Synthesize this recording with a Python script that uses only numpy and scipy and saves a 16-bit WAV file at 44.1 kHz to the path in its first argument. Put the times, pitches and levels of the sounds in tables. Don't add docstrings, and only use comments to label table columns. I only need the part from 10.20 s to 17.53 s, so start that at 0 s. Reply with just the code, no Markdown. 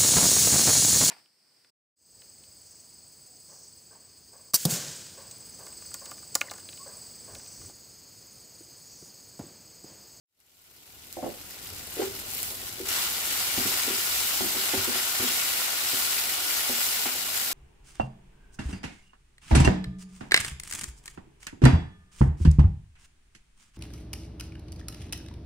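import sys
import numpy as np
from scipy import signal
from scipy.fft import rfft, irfft
from scipy.io import wavfile
from scipy.ndimage import uniform_filter1d

SR = 44100
rng = np.random.default_rng(int(sys.argv[2]) if len(sys.argv) > 2 else 0)


def unload_wav(signal):
    wavfile.write(
        sys.argv[1],
        SR,
        np.round(np.clip(np.atleast_2d(signal).T, -1, 1) * 32767).astype(np.int16),
    )


N = 323253
TIME_S = np.arange(N) / SR
FREQ_HZ = np.fft.rfftfreq(N, 1 / SR)


def gain(db):
    return 10 ** (np.asarray(db) / 20)


def unit_rms(x):
    return x / np.sqrt(np.mean(x ** 2) + 1e-20)


def at_hz(curve, hz):
    freqs, values = np.transpose(curve)
    return np.interp(np.log(hz + 1), np.log(freqs + 1), values)


def add(mix, start_s, sound):
    part = mix[..., round(start_s * SR):][..., :sound.shape[-1]]
    part += sound[..., :part.shape[-1]]


def balance(left_db):
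    return gain(np.array([[.5], [-.5]]) * left_db)


def drift(cutoff_hz):
    return unit_rms(irfft(rfft(rng.standard_normal(N)) / (1 + (FREQ_HZ / cutoff_hz) ** 4), N))


def stirring(t, start_s=2.68, rise_s=0.044):
    return np.clip((t - start_s) / rise_s, 0, 1)


# (frequency [Hz], coherence [0-1])
COHERENCE = [(60, 0.77), (150, 0.93), (300, 0.78), (600, 0.68), (1200, 0.13), (2200, 0.03), (16000, 0.02)]
# (frequency [Hz], left minus right [dB])
BALANCE = [(60, 12.5), (99, 0), (160, 7), (270, -2.5), (450, 1), (740, 1), (1220, 3), (2010, 3), (3330, 0),
           (5500, 2.0), (9080, 2.5), (15000, -0.5)]
def coloured(pair, spectrum):
    spectra = rfft(pair)
    angle = np.arcsin(np.clip(at_hz(COHERENCE, FREQ_HZ), 0, 1)) / 2
    blended = spectra * np.cos(angle) + spectra[::-1] * np.sin(angle)
    shaped = blended * gain(at_hz(spectrum, FREQ_HZ)) * balance(at_hz(BALANCE, FREQ_HZ))
    return unit_rms(irfft(shaped, N))


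# (frequency [Hz], t60 [s])
ROOM_DECAY = [(150, 0.35), (600, 0.24), (3000, 0.25), (15000, 0.053)]
def kitchen(pair, build_s=0.0038):
    onset = np.clip(TIME_S[:SR // 2] / build_s - .5, 0, 1)
    hz, t, bands = signal.stft(rng.standard_normal((2, len(onset))) * onset, SR, nperseg=256)
    coherence = np.clip(at_hz(COHERENCE, hz), 0, 1)[:, None]
    bands[1] = coherence * bands[0] + np.sqrt(1 - coherence ** 2) * bands[1]
    decay = gain(-60 * t / at_hz(ROOM_DECAY, hz)[:, None])
    tail = signal.istft(bands * decay, SR, nperseg=256)[1]
    return signal.fftconvolve(pair, tail / np.linalg.norm(tail[0]), axes=1)[:, :N]


# (time [s], level [dB])
FLAME_LEVEL = [(0, -53.5), (1.1, -50.5), (1.4, -51.5), (4.8, -55), (5.5, -58), (7.33, -59)]
# (frequency [Hz], density [dB])
FLAME_SPECTRUM = [(15, -26), (30, -11), (50, -10), (68, -0.5), (82, -2), (98, 0.5), (135, -7), (200, -7),
                  (400, -16), (1000, -45)]
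def burner():
    level_db = np.interp(TIME_S, *np.transpose(FLAME_LEVEL))
    return coloured(rng.standard_normal((2, N)), FLAME_SPECTRUM) * gain(level_db)


# (frequency [Hz], density [dB])
TUMBLE_SPECTRUM = [(100, -23), (190, -8.5), (245, -3.5), (300, -1.5), (390, -1.5), (560, -6.5), (750, -5),
                   (1100, -11.5), (3000, -68)]
def tumble(calm_db=-52, stirred_db=-50, lumpy_db=2):
    lumps = rng.standard_normal((2, N)) * gain(lumpy_db * drift(cutoff_hz=44.4))
    level_db = calm_db + (stirred_db - calm_db) * stirring(TIME_S)
    return coloured(lumps, TUMBLE_SPECTRUM) * gain(level_db)


# (start [s], end [s], level [dB])
SPATULA_STROKES = [(2.65, 2.944, -45), (4.40, 5.28, -45.5), (5.696, 6.45, -46)]
def scraping(ring_hz=1430, width_hz=170, overtone=0.65, slips_per_s=1500):
    pressure = np.zeros(N)
    for start_s, end_s, db in SPATULA_STROKES:
        add(pressure, start_s, gain(db) * signal.windows.tukey(round((end_s - start_s) * SR), .5))
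    slips = rng.standard_normal((2, N)) * (rng.random((2, N)) < slips_per_s / SR)
    low, high = (unit_rms(signal.lfilter(*signal.iirpeak(hz, ring_hz / width_hz, fs=SR), slips))
                 for hz in (ring_hz, 2 * ring_hz))
    return pressure * (low + overtone * high)


def blow_spectrum(hz, centre_hz, spread_oct):
    return np.exp(-.5 * (np.log2(hz / centre_hz) / spread_oct) ** 2)


def knocks(blows, modes, level_db, chatter, thud, click, room_db, left_db, phase_spread_rad,
           thud_s=0.012, bounces_per_s=900):
    out, t = np.zeros((2, N)), TIME_S[:8192]
    bins_hz = np.fft.rfftfreq(len(t), 1 / SR) + 1
    mode_hz, mode_db, t60_s = np.transpose(modes)[:, :, None]
    click_band = signal.butter(2, [900, 3200], "bandpass", fs=SR)
    polarity_rad = np.pi * np.arange(len(modes))[:, None]
    for start_s, db, centre_hz, spread_oct, chatter_s in blows:
        rise = 1 - np.exp(-4 * t * centre_hz * spread_oct ** 2)
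        phase = polarity_rad + phase_spread_rad * rng.standard_normal((2, len(modes), 1))
        envelopes = gain(mode_db - 60 * t / t60_s) * blow_spectrum(mode_hz, centre_hz, spread_oct)
        ring = (envelopes * np.sin(2 * np.pi * mode_hz * t + phase)).sum(1) * rise
        bounces = rng.choice([-1, 1], len(t)) * (rng.random(len(t)) < bounces_per_s / SR)
        force = chatter * bounces * np.exp(-(t / (2 * chatter_s)) ** 2)
        force[0] = 1
        knock = unit_rms(signal.fftconvolve(ring, force[None], axes=1)[:, :len(t)])
        contact = rise * np.exp(-t / (thud_s + chatter_s))
        dull = irfft(rfft(rng.standard_normal(len(t))) * blow_spectrum(bins_hz, centre_hz, spread_oct))
        knock += thud * unit_rms(contact * dull)
        knock /= abs(knock).max()
        bright = unit_rms(signal.lfilter(*click_band, rng.standard_normal((2, len(t)))))
        knock += click * spread_oct ** 2 * contact * bright
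        add(out, start_s, knock * gain(db + level_db))
    return (out + gain(room_db) * kitchen(out)) * balance(left_db)


# (time [s], relative level [dB], centre [Hz], spread [oct], chatter [s])
LID_BLOWS = [(.968, -24.5, 450, 1.27, 0.0038), (.985, -31, 700, 0.096, 0.0049),
             (1.027, -20, 555, 0.87, 0.0044), (1.039, -24.5, 394, 1.7, 0.019),
             (1.062, -21, 680, 0.51, 0.0023), (1.083, -32.5, 380, 1.1, 0.01)]
# (frequency [Hz], level [dB], t60 [s])
LID_RING = [(100, -1, 0.17), (244, 4.5, 0.046), (350, 1.5, 0.072), (424, -3, .06), (518, 1.5, 0.067),
            (603, 4.5, 0.047), (723, 2.5, 0.047), (830, 2, 0.026), (1080, -7, 0.058), (1600, -22, 0.055),
            (2050, -6, .05)]
def lid():
    return knocks(LID_BLOWS, LID_RING, level_db=5, chatter=0.38, thud=0.15, click=0,
                  room_db=-6, left_db=-2.5, phase_spread_rad=0.76)


# (time [s], relative level [dB], centre [Hz], spread [oct], chatter [s])
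PAN_BLOWS = [(1.51, -39.5, 98.7, 0.67, 0.089), (1.768, -33, 470, 0.36, .012),
             (1.790, -18, 446, 0.34, 0.0092), (1.818, -27, 535, 0.87, 0.01),
             (2.597, -31, 384, 0.34, 0.0051), (3.375, -26, 280, 1.05, 0.018),
             (3.387, -35.5, 149, 0.69, 0.0093), (3.453, -30, 222, 1.05, 0.0088),
             (3.674, -27, 397, 0.54, 0.0075), (3.700, -29.5, 330, 0.77, .011),
             (4.205, -25, 330, 1.16, 0.012), (4.240, -31.5, 270, 0.7, 0.0083),
             (4.360, -31.5, 387, 0.51, 0.0063), (4.535, -25.5, 406, 1, 0.021), (4.575, -35, 95, 1, .02),
             (4.674, -27.5, 387, 0.47, 0.021), (4.755, -32.5, 328, 1.2, .0084),
             (4.998, -27, 400, 1.7, 0.0074), (5.021, -29.5, 352, 0.51, 0.027),
             (5.731, -34.5, 320, 1.2, 0.0095), (6.494, -27, 350, 0.99, 0.0095),
             (6.857, -26, 890, 1.47, 0.014)]
# (frequency [Hz], level [dB], t60 [s])
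PAN_RING = [(95.7, -0.5, 0.16), (194, -3, 0.051), (227.4, -1.5, 0.13), (253.4, -2, 0.12), (336, -6, 0.064),
            (388.7, -1, 0.097), (439, -5, 0.043), (516, -5, 0.037), (728, -3.5, 0.073), (822, 1.5, 0.043),
            (1520, -20, .05)]
def pan():
    return knocks(PAN_BLOWS, PAN_RING, level_db=2.5, chatter=0.17, thud=0.3, click=0.15,
                  room_db=-9.5, left_db=-1.5, phase_spread_rad=0.6)


# (time [s], relative peak [dB])
OIL_SPITS = [(0.203, -8), (0.927, -6), (1.4721, -14), (1.6701, -15), (2.136, -19), (2.23, -5)]
def spits(level_db=-3, decay_s=0.00078, room_db=-5):
    out, t = np.zeros((2, N)), TIME_S[:128]
    for start_s, db in OIL_SPITS:
        snap = np.diff(rng.standard_normal((2, len(t) + 1))) * np.exp(-t / decay_s)
        add(out, start_s, snap / abs(snap).max() * gain(db + level_db))
    return out + gain(room_db) * kitchen(out)


def bubbles(per_s, spread_db, max_spreads, band_hz, decay_cycles, pitches=32):
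    onsets = np.flatnonzero(rng.random(N) < per_s / SR)
    size = gain(spread_db * np.minimum(rng.exponential(1, N), max_spreads))[onsets]
    pitch = rng.integers(0, pitches, N)[onsets]
    out, t = np.zeros((2, N + 128)), TIME_S[:64]
    hz = np.linspace(*band_hz, pitches)[:, None]
    pops = np.sin(2 * np.pi * hz * t) * np.exp(-t * hz / decay_cycles)
    pops /= np.linalg.norm(pops, axis=1, keepdims=True)
    for side in out:
        arrivals = onsets + rng.integers(0, 24, N)[onsets]
        path_gain = (rng.choice([-1, 1], N) * rng.uniform(0.93, 1, N))[onsets]
        np.add.at(side, arrivals[:, None] + np.arange(len(t)), (path_gain * size)[:, None] * pops[pitch])
    return unit_rms(out[:, :N])


def wake(pair, tail_s=0.0032):
    pole = np.exp(-1 / (tail_s * SR))
    power = signal.lfilter([1 - pole], [1, -pole], (pair ** 2).mean(0))
    return np.sqrt(power) * rng.standard_normal((2, N))


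# (centre [Hz], width [Hz], lift [dB])
BOWL_RESONANCES = [(760, 270, 4), (1431, 146, 6.5), (1990, 810, 4), (2890, 200, 3.5), (5120, 1130, 2),
                   (7540, 1900, 4), (11750, 2500, 1.5)]
def bowl(pair):
    lift_db = sum(db / (1 + (2 * (FREQ_HZ - centre_hz) / width_hz) ** 2)
                  for centre_hz, width_hz, db in BOWL_RESONANCES)
    return irfft(rfft(pair) * gain(lift_db), N)


def vents(shape, depth_db=1.2):
    across_bands = uniform_filter1d(rng.standard_normal(shape), size=7, axis=1)
    patches = uniform_filter1d(across_bands, size=6, axis=2)
    return gain(depth_db * unit_rms(patches))


# (start [s], length [s], level [dB], tilt [dB/oct])
OIL_FLARES = [(1.775, 0.13, -36, -2.5), (2.058, 0.37, -34, 2.5), (2.407, 0.15, -40.5, 1.5),
              (2.644, 0.29, -28, -0.35), (3.03, 0.44, -30.5, .5), (3.3, 0.59, -27.5, 0),
              (3.67, 0.93, -28, 1), (4.297, 0.66, -29.5, -1), (4.71, 0.29, -29, 0), (4.876, 0.73, -27, 0.1),
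              (5.285, 0.49, -32, -1.5), (5.535, 0.8, -27, 0.8), (6.178, 0.58, -28, 0),
              (6.553, 0.26, -26.5, 2.5), (6.706, .29, -29.5, .6), (7.092, 0.27, -30, 2)]
def frying(hz, t, pivot_hz=7000, lowest_hz=1330, flare_skew=0.69):
    octaves = np.log2(np.maximum(hz, lowest_hz) / pivot_hz)[:, None]
    power = lambda db, db_per_oct: gain(db + db_per_oct * octaves) ** 2
    total = power(db=-37.5, db_per_oct=0.36) + power(db=-29, db_per_oct=0.23) * stirring(t)
    for start_s, length_s, db, db_per_oct in OIL_FLARES:
        progress = np.clip((t - start_s) / length_s, 0, 1)
        arch = np.sin(np.pi * progress ** flare_skew)
        total += power(db, db_per_oct) * arch ** 2
    return np.sqrt(total)


# (frequency [Hz], gain [dB])
SIZZLE_COLOUR = [(250, -27), (520, -11), (1100, -4.5), (1700, -5.5), (2400, -1.5), (4000, 1.5), (6200, -2),
                 (9700, -2), (13500, 0.5), (15500, -0.5)]
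def sizzle(wake_db=-2, flutter_db=0.5, surge_db=-0.04):
    fizz = bubbles(per_s=14000, spread_db=2.2, max_spreads=4, band_hz=(700, 19000), decay_cycles=.8)
    crackle = bubbles(per_s=800, spread_db=4, max_spreads=2.8, band_hz=(2200, 16000), decay_cycles=.9)
    ticks = bubbles(per_s=150, spread_db=5, max_spreads=2.9, band_hz=(11000, 16000), decay_cycles=1.6)
    stirred = stirring(TIME_S)
    crackle_db, ticks_db = -4 - 6 * stirred, -6 - 8 * stirred
    oil = fizz + crackle * gain(crackle_db) + ticks * gain(ticks_db)
    oil += gain(wake_db) * wake(oil)
    oil *= gain(flutter_db * drift(cutoff_hz=46.7))
    oil = bowl(coloured(oil, SIZZLE_COLOUR))
    oil /= np.sqrt(uniform_filter1d((oil ** 2).mean(0), size=8001))
    hz, t, bands = signal.stft(oil, SR, nperseg=512)
    bands *= frying(hz, t) * vents(bands.shape)
    oil = signal.istft(bands, SR, nperseg=512)[1][:, :N]
    return oil * gain(surge_db * drift(cutoff_hz=6.8))


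def scene():
    return lid() + pan() + sizzle() + spits() + burner() + tumble() + scraping()


def record(dry, open_s=0.22, fade_s=1.864, fade_power=1.49, cutoff_hz=15650):
    opening = np.minimum(TIME_S / open_s, 1) ** 2
    fade = np.minimum(TIME_S / fade_s, 1) ** fade_power
    lowpass = signal.firwin(511, cutoff_hz, window=("kaiser", 9), fs=SR)
    return signal.oaconvolve(dry * opening * fade, lowpass[None], "same")


dry = scene()
out = record(dry)
unload_wav(out)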